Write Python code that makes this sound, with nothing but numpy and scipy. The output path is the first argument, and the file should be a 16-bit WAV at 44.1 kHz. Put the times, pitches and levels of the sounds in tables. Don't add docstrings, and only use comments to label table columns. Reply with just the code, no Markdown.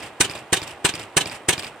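import sys
import numpy as np
from scipy import signal
from scipy.fft import rfft, irfft, next_fast_len
from scipy.io import wavfile

SR = 44100
rng = np.random.default_rng(int(sys.argv[2]) if len(sys.argv) > 2 else 0)


def transcribe(signal):
    frames = np.atleast_2d(signal).T
    limited = np.clip(frames, -1, 1)
    pcm = np.round(limited * 32767).astype(np.int16)
    wavfile.write(sys.argv[1], SR, pcm)


N = 79380
TIME = np.arange(N) / SR
FFT_SIZE = next_fast_len(2 * N)
FREQ = np.arange(FFT_SIZE // 2 + 1) * SR / FFT_SIZE

# start in seconds, blast level in dB, treble boost in dB, opening
# crack in dB, pitch in Hz that happens to stand out in this blast's noise, surge in dB, intake in dB.
FIRINGS = [(-.118, 0, 0, 0, 1740, 2, 0), (.2048, .5, 4.5, -22, 1650, -3.5, -0.5),
           (.5270, -1, 1.5, -20, 1890, -4, -0.5), (0.848, 1, -1.5, -7, 1124, -3.5, 0),
           (1.1683, -0.5, 1.5, 3, 794, -2, 3), (1.4870, 0, 3, -3, 2160, -2.5, 2)]
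# frequency in Hz, level in dB.
BLAST_TONE = [(60, -38), (250, -4.5), (400, -3), (650, -6), (1300, -5.5), (2700, -1), (4000, -3.5),
              (5200, -8), (7000, -5.5), (8400, 4), (9600, -5.5), (13000, -20), (16000, -22.5)]
# pitch in Hz, width in Hz, boost in dB.
PIPE_RINGS = [(392, 83, 7.5), (768, 62, 11), (976, 36, 12), (1144, 70, 9), (1256, 61, 7.5), (1543, 82, 10),
              (1725, 120, 11.5), (2210, 77, 7.5), (2443, 78, 8), (2670, 130, 4.5), (2976, 250, 7),
              (3650, 23, 8.5), (4076, 160, 6.5), (6140, 250, 8), (7950, 170, 3)]

def exhaust_blast():
    leak_s, attack_s, hold_s = .0045, .0007, .0078
    grow_db, release_db_per_s = 4, 966
    out, gas = 0, turbulence(rough_db=3)
    for start, db, treble_db, crack_db, standout_hz, _, _ in FIRINGS:
        age = TIME - start
        leak = from_db(-19.5) * ((age > -leak_s) & (age < attack_s))
        flow_db = np.minimum(grow_db * (age / hold_s - 1), -release_db_per_s * (age - hold_s))
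        flow = np.clip(age / attack_s, 0, 1) * from_db(flow_db)
        crack = from_db(crack_db) * (age > 0) * swell(start + .001, rise=6000, fall=6000)
        burst = gas * (np.hypot(flow, crack) + leak)
        peaks = list(PIPE_RINGS) + [(standout_hz, 103, 10.5)]
        out = out + from_db(db - 10.5) * colour(burst, BLAST_TONE, peaks, treble_db)
    return out

# pitch in Hz, level in dB, seconds to fade by 60 dB.
THUMP_NOTES = [(96, -18.5, 0.031), (163.6, -22, 0.097), (336, -17, 0.028), (363.6, -17.5, 0.037)]

def exhaust_thump():
    return soft_thud([(start - .0012, 0) for start, *_ in FIRINGS], THUMP_NOTES)

# frequency in Hz, level in dB.
SURGE_TONE = [(60, -17), (140, 3.5), (220, -0.5), (350, 3), (600, -6.5), (1600, -9), (3000, 3),
              (5800, -6.5), (8200, -0.5), (11000, -13.5), (16000, -26)]
# pitch in Hz, level in dB, seconds to fade by 60 dB.
PUSH_NOTES = [(134, -16, 0.056), (350, -16, 0.015)]

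def exhaust_surge():
    pushes = [(start + .045, db) for start, *_, db, _ in FIRINGS]
    flow = sum(from_db(db) * swell(peak_s, rise=1295.5, fall=1042) for peak_s, db in pushes)
    rush = colour(turbulence(rough_db=1.5) * flow, SURGE_TONE, PIPE_RINGS)
    return from_db(-16.5) * rush + from_db(-9) * soft_thud(pushes, PUSH_NOTES)

# frequency in Hz, level in dB.
ECHO_TONE = [(50, -12), (110, -1.5), (220, -1), (800, -1), (1500, -5.5), (2800, -1.5), (5500, -14.5),
             (8200, -15.5), (15000, -31)]

def scattered_echo():
    tail = sum(fade(start, fall=174) for start, *_ in FIRINGS)
    return from_db(-25.5) * colour(turbulence(rough_db=3.5) * tail, ECHO_TONE)

# peak in seconds after a firing, level in dB, rise and fall in dB per second.
PUFFS = [(.108, -31.5, 1100, 850), (0.15, -35.5, 1700, 603), (0.186, -40.5, 900, 553)]
# frequency in Hz, level in dB.
HISS_TONE = [(60, -22), (120, -1), (250, -6), (1200, -2.5), (2700, 6), (4000, -4), (4900, -1), (6400, -6),
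             (8200, 3), (10000, -7), (16000, -23)]
THROB_TONE = [(30, -14), (70, -2.5), (125, 2), (200, -4), (330, -4.5), (600, -5), (1500, -8.5), (2700, -4),
              (4200, -20), (7000, -35), (12000, -38)]
# pitch in Hz, level in dB, seconds to fade by 60 dB.
GULP_NOTES = [(114, -32.5, 0.069), (169, -35, 0.097), (319, -26, 0.031)]

def air_intake():
    gulp = soft_thud([(start + .0925, 0) for start, *_ in FIRINGS], GULP_NOTES)
    stroke = sum(swell(start + .16, rise=161, fall=161) for start, *_ in FIRINGS)
    throb = from_db(-37.5) * colour(turbulence(rough_db=-2.5) * stroke, THROB_TONE)
    puffs = sum(from_db(db + puff_db) * swell(start + delay, rise, fall)
                for start, *_, db in FIRINGS for delay, puff_db, rise, fall in PUFFS)
    hiss = colour(turbulence(rough_db=4) * puffs, HISS_TONE)
    return gulp + throb + hiss

# start in seconds, chatter in dB, ring in dB.
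KNOCKS = [(.008, -22, -13), (0.026, -11, -8), (0.297, -1, 0.5), (0.3102, -1, -20), (0.3364, -9, -8),
          (0.353, 0.5, -18), (0.377, -9, -10), (0.6176, 0.5, -2), (0.629, 0, -8), (.656, -13, -21),
          (0.675, -9, -16), (0.9388, -14, 2), (0.951, -6, -5), (0.9789, -19, -11), (0.996, 3, -13),
          (1.018, -18, -8.5), (1.258, 1, 3), (1.297, -8, -3), (1.314, -8, -10), (1.349, -17, -10),
          (1.5797, 3, 0), (1.595, 6, -1), (1.625, 2, -9), (1.6455, 0.5, -4), (1.668, -1.5, -8.5)]
# frequency in Hz, level in dB.
CHATTER_TONE = [(150, -10), (600, 9), (1500, -4), (2700, -4.5), (3700, 4), (6500, -11), (8300, -8),
                (10000, -21), (16000, -16)]
# pitch in Hz, level in dB, seconds to fade by 60 dB.
IRON_NOTES = [(2396, -27, 0.023), (4840, -28, 0.029), (4980, -29.5, 0.013), (8960, -49, 0.0048)]

def valve_gear():
    hits = [(start, db) for start, _, db in KNOCKS]
    bounces = [(start + .002 * rng.uniform(.704, 1.3), db - 12) for start, db in hits]
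    bursts = sum(from_db(db) * fade(start, fall=2400) for start, db, _ in KNOCKS)
    chatter = from_db(-31) * colour(turbulence(rough_db=1) * bursts, CHATTER_TONE)
    return chatter + ringing(hits + bounces, IRON_NOTES)

# frequency in Hz, level in dB.
RUMBLE_TONE = [(25, -41), (60, -38), (105, -4.5), (170, -10), (300, 1), (500, 1.5), (850, 2), (1500, -4),
               (2800, -10.5), (4200, -19.5), (6500, -26), (8500, -20), (11000, -31.5), (16000, -38)]
# pitch in Hz, width in Hz, boost in dB.
FRAME_HUM = [(105, 11.8, 5), (796, 71, 2.5)]

def flywheel():
    swing_db, loudest_at = 1.5, .35
    starts = [start for start, *_ in FIRINGS]
    starts.append(2 * starts[-1] - starts[-2])
    cycles = np.interp(TIME, starts, np.arange(len(starts)))
    level_db = -42 + swing_db * np.cos(2 * np.pi * (cycles - loudest_at))
    return from_db(level_db) * colour(turbulence(rough_db=-1.9), RUMBLE_TONE, FRAME_HUM)

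def from_db(db):
    return 10 ** (np.asarray(db) / 20)

def swell(peak_s, rise, fall):
    return from_db(np.minimum(rise * (TIME - peak_s), -fall * (TIME - peak_s)))

def fade(start, fall):
    return (TIME > start) * from_db(-fall * abs(TIME - start))

def ringing(hits, notes):
    out = np.zeros(N)
    for start, db in hits:
        near = (TIME > start) & (TIME < start + .2)
        age = TIME[near] - start
        for hz, note_db, fade_s in notes:
            out[near] += from_db(db + note_db - 60 * age / fade_s) * np.sin(2 * np.pi * hz * age)
    return out

def soft_thud(pulses, notes):
    dull = signal.sosfilt(signal.butter(2, 860, fs=SR, output="sos"), ringing(pulses, notes))
    return signal.sosfilt(signal.butter(2, 84, "high", fs=SR, output="sos"), dull)

def curve(rows, column=1):
    rows = np.array(rows)
    return np.interp(np.log(FREQ + 1), np.log(rows[:, 0]), rows[:, column])

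def colour(sound, tone, peaks=(), treble_db=0):
    bass_cut_hz, treble_hz = 36, 4730
    gain = from_db(curve(tone)) * FREQ ** 3 / (FREQ ** 3 + bass_cut_hz ** 3) + 1e-6
    boost = sum((from_db(db) ** 2 - 1) / (1 + (2 * (FREQ - hz) / width) ** 2) ** 1.5
                for hz, width, db in peaks)
    gain *= np.sqrt(1 + boost)
    gain /= np.sqrt(np.mean(gain ** 2))
    gain *= from_db(treble_db * FREQ ** 4 / (FREQ ** 4 + treble_hz ** 4))
    cepstrum = irfft(np.log(gain), FFT_SIZE)[:FFT_SIZE // 2]
    cepstrum[1:] *= 2
    response = np.exp(rfft(cepstrum, FFT_SIZE))
    return irfft(rfft(sound, FFT_SIZE) * response, FFT_SIZE)[..., :N]

# frequency in Hz, left minus right level in dB,
# typical phase gap (how far the waves are out of step) in radians, unshared noise in dB.
MIC_OPENINGS = [(100, -1, 0.34, -22), (447, -1.5, 0.11, -17.5), (1190, -1.9, 0.19, -12),
                (2110, -2.5, 0.72, -11), (3360, -6, 0.96, -6), (5740, 3, 1.3, -10.5),
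                (8800, 0.7, 1.54, -7.5), (15200, 5, 1.74, -17)]

def turbulence(rough_db):
    shared, unshared = rfft(rng.standard_normal((2, N)), FFT_SIZE)
    unshared *= from_db(curve(MIC_OPENINGS, column=3))
    noise = irfft([shared + unshared, shared - unshared], FFT_SIZE)[:, :N]
    smoother = signal.butter(2, 540, fs=SR, output="sos")
    flutter = signal.sosfilt(smoother, rng.standard_normal(N + SR))[SR:]
    noise *= from_db(rough_db * flutter / flutter.std())
    return noise / noise.std()

def scene():
    exhaust = exhaust_blast() + exhaust_thump() + exhaust_surge() + scattered_echo()
    engine = exhaust + air_intake() + valve_gear() + flywheel()
    sides, ripple_hz = np.array([[.5], [-.5]]), 1284
    phase_gap = curve(MIC_OPENINGS, column=2) * np.sqrt(2) * np.sin(2 * np.pi * FREQ / ripple_hz)
    stereo = from_db(sides * curve(MIC_OPENINGS)) * np.exp(1j * sides * phase_gap)
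    return irfft(rfft(engine, FFT_SIZE) * stereo, FFT_SIZE)[:, :N]

def record(dry):
    ceiling, cutoff_hz = 1.14, 16000
    rounded = ceiling * np.tanh(dry / ceiling)
    return signal.sosfilt(signal.ellip(10, .2, 80, cutoff_hz, fs=SR, output="sos"), rounded)

dry = scene()
out = record(dry)
transcribe(out)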